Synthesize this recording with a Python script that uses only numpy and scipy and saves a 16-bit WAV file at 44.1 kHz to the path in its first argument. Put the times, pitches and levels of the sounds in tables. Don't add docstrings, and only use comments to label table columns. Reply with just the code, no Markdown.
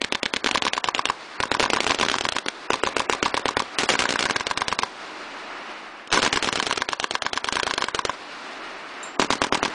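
import sys
import numpy as np
from scipy import signal
from scipy.fft import rfft, irfft, next_fast_len
from scipy.io import wavfile
from scipy.ndimage import minimum_filter1d, map_coordinates

SR = 44100
rng = np.random.default_rng(int(sys.argv[2]) if len(sys.argv) > 2 else 0)


def master_out(mix):
    frames = np.transpose(np.atleast_2d(mix))
    ceiling = np.clip(frames, -1, 1)
    pcm = np.round(ceiling * 32767).astype(np.int16)
    wavfile.write(sys.argv[1], SR, pcm)


def undo_db(level):
    steps = np.asarray(level, float) / 20
    return 10 ** steps


N = 429527
LEAD, SPAN = 40, 1400


def along(points, hz):
    f, v = np.transpose(points)
    return np.interp(np.log(hz + 1), np.log(f + 1), v)


def coloured(shape, spectrum):
    m = next_fast_len(shape[-1])
    gain = undo_db(along(spectrum, np.fft.rfftfreq(m, 1 / SR)))
    x = irfft(rfft(rng.standard_normal(shape), m) * gain, m)[..., :shape[-1]]
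    return x / np.sqrt(np.mean(x ** 2))


# (frequency [Hz], level [dB])
HILL_SPECTRUM = [(15, -61), (25, -8), (59, -44.5), (189, -12.5), (318, -3.5), (438, -6), (485, -8),
                 (616, -4.5), (1240, -3), (3000, -10), (3900, -52), (6600, -120)]
# (frequency [Hz], level [dB])
HISS_SPECTRUM = [(1760, -17.5), (3000, -19.5), (3250, -4), (4540, -6.5), (6510, -16.5), (10100, -27),
                 (13100, -51), (22000, -120)]
# (time [s], level [dB])
RUMBLE_LEVEL = [(0, -43.5), (.76, -43), (1.3, -43.5), (1.76, -37.5), (2.17, -42), (2.44, -44), (3, -37.5),
                (3.7, -40.5), (4.04, -35.5), (4.8, -41.5), (5.6, -41.5), (6.1, -46.5), (6.3, -37),
                (7.1, -49.5), (7.67, -43.5), (8.1, -41.5), (9.15, -42.5), (9.74, -35)]


def hills():
    t = np.arange(N) / SR
    body_db = np.interp(t, *np.transpose(RUMBLE_LEVEL))
    fired = np.sort([0] + [s for gun in ROUNDS.values() for s, _ in gun])
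    rest = t - fired[np.searchsorted(fired, t, "right") - 1]
    hiss_db = -45.5 + 0.63 * (body_db + 38) - 6.5 * rest

    swell_db, peak_s = 5.5, 0.71
    swell_db = swell_db * rest / peak_s * np.exp(1 - rest / peak_s)
    body_db = body_db + swell_db
    hiss_db = hiss_db + 0.9 * swell_db

    lumps = map_coordinates(rng.standard_normal((2, 400)), [[[0], [1]] + 0 * t, [t * 28, t * 28]], order=1)
    body = undo_db(body_db + lumps[0]) * coloured((N,), HILL_SPECTRUM)
    hiss = undo_db(hiss_db + lumps[0] + lumps[1]) * coloured((N,), HISS_SPECTRUM)
    return body + hiss


WASH_LEVEL = {"near right": -46, "far right": -35, "middle": -39, "slow": -38, "quick": -33.5, "steady":
              -37, "shielded": -51, "bright": -27.5, "far left": -33, "left": -34, "late": -31, "nearest":
              -31}


def wash():
    follows, t60, ragged_db = 1.8, 0.3, 4
    power, t = np.zeros(N), np.arange(SR // 4) / SR
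    for gun, db in WASH_LEVEL.items():
        s, strength_db = np.transpose(ROUNDS[gun])
        power[(s * SR).astype(int)] += undo_db(db + follows * strength_db) ** 2
    decay = undo_db(-60 * t / t60) ** 2
    level = np.sqrt(np.abs(signal.fftconvolve(power, decay)[:N]))
    grit = map_coordinates(rng.standard_normal(4000), [np.arange(N) * 400 / SR], order=1)
    return level * undo_db(ragged_db * grit) * coloured((N,), SAND_SPECTRUM)


# (frequency [Hz], reverberation time T60 [s])
FIELD_T60 = [(100, 0.3), (500, 0.33), (2000, 0.15), (5000, 0.11), (10000, 0.15)]


def field(x):
    hz, t, z = signal.stft(rng.standard_normal(SR // 4), SR, nperseg=256)
    fade = undo_db(-60 * t / along(FIELD_T60, hz)[:, None])
    tail = signal.istft(z * fade, SR, nperseg=256)[1]
    return signal.fftconvolve(x, tail / np.linalg.norm(tail))[:N]


# (time [s], level [dB])
CASE_BOUNCES = [
    (9.03, -33.5),
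    (9.036, -44),
    (9.05, -48),
    (9.059, -47),
]
# (frequency [Hz], level [dB], decay time T60 [s])
BRASS_MODES = [(3811, -4, .3), (6422, -16, .12), (7332, -2, .25), (8096, -14, .08), (9109, -11, .12)]


def case():
    out, t = np.zeros(N), np.arange(SR // 4) / SR
    for s, db in CASE_BOUNCES:
        drift = 0.05 * np.cumsum(rng.standard_normal(len(t)))
        ring = 0
        for hz, level, t60 in BRASS_MODES:
            fade = undo_db(level + rng.normal(0, 2.5) - 60 * t / t60)
            ring = ring + fade * np.sin(2 * np.pi * hz * t + drift)
        tick = 0.67 * undo_db(-60 * t / 0.066) * np.diff(rng.standard_normal(len(t) + 1))
        out[round(s * SR):][:len(t)] += undo_db(db) * (ring + tick)
    return out


HEAVE_LEVEL = {"far right": -46, "quick": -43, "steady": -35, "bright": -36, "far left": -38, "late": -45,
               "nearest": -39}


def heave():
    blows, t = np.zeros(N), np.arange(SR // 10) / SR
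    for gun, db in HEAVE_LEVEL.items():
        s, strength_db = np.transpose(ROUNDS[gun])
        blows[(s * SR).astype(int)] += undo_db(db + strength_db)
    swing = -np.sin(2 * np.pi * 88.5 * t) * undo_db(-60 * t / 0.03)
    return signal.fftconvolve(blows, swing)[:N]


def clock(times):
    return (np.arange(SPAN) - LEAD - (times * SR % 1)[:, None]) / SR


def placed(times, rows):
    at = (times * SR).astype(int)[:, None] + np.arange(SPAN)
    return np.bincount(at.ravel(), rows.ravel(), N + 2 * SPAN)[LEAD:LEAD + N]


# (from time [s], thump [Hz], board row [ms], posts [dB], scatter [dB])
FIRING_LANES = [
    (0, 275, 2.3, -11, -1.5),
    (.5, 318, 3.55, -15.5, -0.5),
    (1.3, 308, 3.7, -9, 1),
    (2.6, 368, 3.3, -20, 0.5),
    (3.7, 341, 3.6, -3.5, 2),
    (4.4, 325, 3.6, -12, 1.5),
    (6, 311, 3.9, -6, 2),
    (7.9, 346, 4.7, -10, 1.5),
    (9, 278, 3, -10, 2),
]


def lane(times):
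    rows = np.array(FIRING_LANES)
    return rows[np.searchsorted(rows[:, 0], times) - 1, 1:].T[..., None]


FIRST_GUNS = { "near right": [(.0169, -2), (.1241, 1), (.2317, 0), (.3379, 0), (.4442, 0), (.5493, -1),
              (.6521, -1)], "far right": [(.5122, 0), (.6224, 0), (.7342, -1), (.8425, 0), (.9483, 0),
              (1.0553, 0)], "middle": [(1.4029, -2), (1.5164, 0), (1.6273, -3), (3.2276, -2), (3.3431, -1),
              (3.4567, 0), (3.5694, 1)], "slow": [(1.6039, -1), (1.7339, 0), (1.8666, -2), (1.9988, -5),
              (2.7044, 0), (2.8359, 0), (2.9668, 0), (3.0973, 1), (3.2283, -2)], "quick": [(1.5971, -1),
              (1.7017, 0), (1.8049, 0), (1.908, 1), (2.0117, -1), (2.1156, -4)], "steady": [(1.8757, 0),
              (1.9877, 0), (2.0983, 0), (2.2096, 0), (2.3224, -1), (6.22, 1), (6.3295, 1), (6.445, 1),
              (6.5569, 1), (6.6671, 1), (6.7772, 0), (6.8886, -1), (6.9991, 0), (7.1099, -1), (7.2214, 0),
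              (7.3322, 0), (7.444, -1), (7.5558, 0), (7.667, 0), (7.7789, 0)]}
LATER_GUNS = { "shielded": [(2.0627, 1), (2.1619, -1), (2.2656, 0), (2.3625, -2), (2.4619, 1)],
              "bright": [(3.7863, 3), (3.8902, 3), (3.9914, 0), (4.0908, -2), (4.1917, -3), (6.1266, 5),
              (6.2285, 3), (6.3278, 0), (6.4263, 0), (6.5271, -2), (6.6266, -2), (6.7266, -6)],
              "far left": [(3.902, 1), (4.0034, 1), (4.1063, 0), (4.2072, -1), (4.3087, 0)],
              "left": [(4.2547, -5), (4.3645, -6), (4.4683, -1), (4.575, 0), (4.6824, 0), (4.7897, 1)],
              "late": [(7.5251, 0), (7.6321, -4), (7.7378, -4), (7.841, -5), (7.9473, -1), (8.0515, 0)],
              "nearest": [(6.1375, -7), (9.1966, 2), (9.3048, 0), (9.4178, -1), (9.525, 0), (9.6297, -1)]}
ROUNDS = {**FIRST_GUNS, **LATER_GUNS}


def arrivals(paths, strays=()):
    crack_follows, uneven_db = 0.35, 0.75
    ways = [(gun, *way) for gun in paths for way in paths[gun]]
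    rows = []
    for k, (gun, delay_ms, first_db, *rest_db) in enumerate(ways):
        for s, db in ROUNDS[gun]:
            rows.append((s + delay_ms / 1000, k, first_db + crack_follows * db, *np.add(rest_db, db)))
    for k, (s, *levels_db) in enumerate(strays):
        rows.append((s, len(ways) + k, *levels_db))
    rows = np.array(rows)
    levels = rows[:, 2:] + uneven_db * rng.standard_normal(rows[:, 2:].shape)
    return rows[:, 0], rows[:, 1].astype(int), *levels.T


def front(t, width, rebound):
    return rebound * np.exp(-((t - 1.9 * width) / width) ** 2) - np.exp(-(t / width) ** 2)


# (frequency [Hz], level [dB])
SAND_SPECTRUM = [(60, -42), (200, -3), (500, -0.5), (1100, -3), (2000, -3.5), (4000, -5.5), (7000, -11.5),
                 (10000, -21)]


def scatter(t, path, quick_t60, slow_t60, slow_db):
    age, same_ground = np.maximum(t, 0), 0.55
    fade = undo_db(-60 * age / quick_t60) + undo_db(slow_db - 60 * age / slow_t60)
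    repeated = np.sqrt(same_ground) * coloured(t.shape, SAND_SPECTRUM)[path]
    fresh = np.sqrt(1 - same_ground) * coloured(t.shape, SAND_SPECTRUM)
    return (repeated + fresh) * fade * (t > .00015)


def cracks(t, path, db, rebound, ragged_db):
    sharp = undo_db(np.minimum(0.65 * (db + 8), 2))[:, None]
    ragged = undo_db(ragged_db) * scatter(t, path, .018, 0.041, slow_db=-18.5)
    return sharp * front(t, .000075, rebound) + ragged


POST_PATHS = {"near right": [(24.7, -11.5)], "middle": [(25.7, -11.5)], "nearest": [(21.2, -9)]}


def snaps():
    s, path, db = arrivals(POST_PATHS)
    t = clock(s)
    wiggle = front(t, width=.00006, rebound=1.0) - 0.56 * np.exp(-((t - .00027) / .00007) ** 2)
    ragged = undo_db(-12.0) * scatter(t, path, 0.022, 0.069, slow_db=-39)
    return placed(s, undo_db(db + 3)[:, None] * (wiggle + ragged))


BOARD_PATHS = {"near right": [(29.1, -8, -20)], "far right": [(44.1, -13.5, -9)],
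               "middle": [(32.3, -19, -10.5)], "slow": [(35.85, -16.5, -10.5), (48.8, -32, -32)],
               "steady": [(43.04, -9.5, -15)], "far left": [(51.5, -17, -14)], "left": [(0, -6.5, -19.5),
               (43.34, -14.5, -10)], "late": [(43.4, -17.5, -12.5)], "nearest": [(28.76, -21, -15.5)]}
# (time [s], crack [dB], hollow [dB])
ODD_CLAPS = [
    (.4898, -14, -15),
    (3.9422, -14, -21),
    (4.0077, -13, -24),
    (4.2651, -19, -22),
    (6.1751, -9, -11),
    (6.4781, -13, -30),
]


def claps():
    s, path, crack_db, hollow_db = arrivals(BOARD_PATHS, ODD_CLAPS)
    t, (_, row_ms, posts_db, lane_db) = clock(s), lane(s)
    hz = 1040 * (1 + 0.0088 * rng.standard_normal((len(s), 1)))
    boards = np.sin(2 * np.pi * hz * t - .6)
    posts = undo_db(posts_db + 3.5) * np.sin(2 * np.pi * 1.503 * hz * t - .3)
    row_end = (t > 0) * np.exp(-(t * 1e3 / row_ms) ** 3)
    ragged = undo_db(lane_db - 11.5) * scatter(t, path, 0.035, 0.062, slow_db=-16.5)
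    hollow = (boards + posts) * row_end + ragged
    crack = cracks(t, path, crack_db, rebound=0.57, ragged_db=lane_db - 15)
    return placed(s, undo_db(crack_db + 3.5)[:, None] * crack + undo_db(hollow_db - 0.5)[:, None] * hollow)


FRONT_PATHS = {"near right": [(0.002, -7.5, -21)], "far right": [(0, -7.5, -28), (15.7, -18.5, -34.5),
               (33.4, -14.5, -38)], "middle": [(0, -10, -12), (7.2, -19, -29), (52, -23, -21)],
               "slow": [(0, -9, -11), (15.75, -17, -27.5), (28.8, -11, -49), (52.3, -18.5, -23)],
               "quick": [(0, -9, -16.5), (38.5, -12.5, -18.5)], "steady": [(0, -11, -29),
               (11.37, -24.5, -35), (28.9, -21.5, -25), (35.23, -18, -38.5)], "shielded": [(0, -21, -18),
               (22.74, -9, -43)], "bright": [(0, -9, -25.5), (6.79, -18, -24), (34, -16, -38),
               (47.6, -15.5, -20)], "far left": [(0.0047, -10, -23.5)], "left": [(4.34, -22.5, -28),
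               (34.1, -16, -45)], "late": [(0.0042, -9.5, -17.5)], "nearest": [(0, -11, -9),
               (7.3, -16.5, -21), (26.2, -16.5, -14.5), (49.5, -21, -20)]}
# (time [s], crack [dB], thump [dB])
ODD_FRONTS = [(.462, -9, -14), (.4856, -14, -45), (1.612, -14, -31), (1.833, -16, -44), (2.0356, -19, -20),
              (3.2928, -24, -28), (3.7999, -19, -20), (3.8382, -15, -32), (3.8582, -19, -40),
              (4.0218, -10, -19), (4.1246, -13, -23), (4.2268, -12, -25), (6.0745, -27, -50),
              (6.104, -20, -50), (6.1175, -14, -45), (6.1476, -15, -17), (6.1546, -13, -21),
              (6.1797, -17, -24), (6.1912, -19, -15), (6.1989, -15, -24), (6.2388, -17, -17),
              (6.2444, -18, -24), (6.2495, -10, -26), (6.3417, -20, -20), (6.359, -12, -19),
              (6.4356, -20, -25), (9.2325, -21, -24), (9.2397, -27, -27)]


def blasts():
    s, path, crack_db, thump_db = arrivals(FRONT_PATHS, ODD_FRONTS)
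    t, (hz, _, _, lane_db) = clock(s), lane(s)
    swing = np.sin(2 * np.pi * hz * t) * np.exp(-((t * hz - .5) / 0.51) ** 2) * (t > 0)
    edge = undo_db(thump_db + 21.5)[:, None] * front(t, width=.00019, rebound=0.58)
    ragged = undo_db(lane_db - 6.0) * scatter(t, path, 0.023, 0.17, slow_db=-22.5)
    thump = edge + 0.99 * swing + ragged
    crack = cracks(t, path, crack_db, rebound=0.65, ragged_db=lane_db - 12.5)
    return placed(s, undo_db(crack_db + 5.5)[:, None] * crack + undo_db(thump_db - 4.0)[:, None] * thump)


def scene():
    guns = blasts() + snaps() + claps()
    return (guns + undo_db(-15.5) * field(guns) + heave() + wash() + hills() + case())[None]


def saturated(x):
    top = np.where(x > 0, .48, .74)
    return x / (1 + np.abs(x / top) ** 6) ** (1 / 6)


# (frequency [Hz], level [dB])
COARSE_STEP = [(300, -41), (1500, -35), (2500, -30.5), (4000, -30), (7000, -29.5), (10000, -36.5)]


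def block_rounding(x):
    greed, uneven_db, top_hz = 1.5, 5.5, 10003
    hz, _, z = signal.stft(x, SR, "cosine", nperseg=512)
    level_db = 10 * np.log10(np.sum(np.abs(z) ** 2, 0) + 1e-12)
    loudest_db = -minimum_filter1d(-level_db, size=8, origin=-2)

    tiles = rng.standard_normal((33, len(level_db) // 2 + 1))
    tiles = np.repeat(np.repeat(tiles, 8, 0), 2, 1)[:len(hz), :len(level_db)]
    step_db = along(COARSE_STEP, hz)[:, None] + greed * (loudest_db + 20) + uneven_db * tiles
    step = undo_db(step_db - 20.5)
    z = step * (np.round(z.real / step) + 1j * np.round(z.imag / step))
    z = z * (hz < top_hz)[:, None]
    return signal.istft(z, SR, "cosine", nperseg=512)[1][:N]


def roll_off(x):
    return signal.sosfilt(signal.butter(12, 16500, fs=SR, output="sos"), x)


def record(dry):
    rounded = block_rounding(saturated(dry)[0])
    mix = np.maximum(rounded, -.705)[None]
    return roll_off(mix)


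dry = scene()
out = record(dry)
master_out(out)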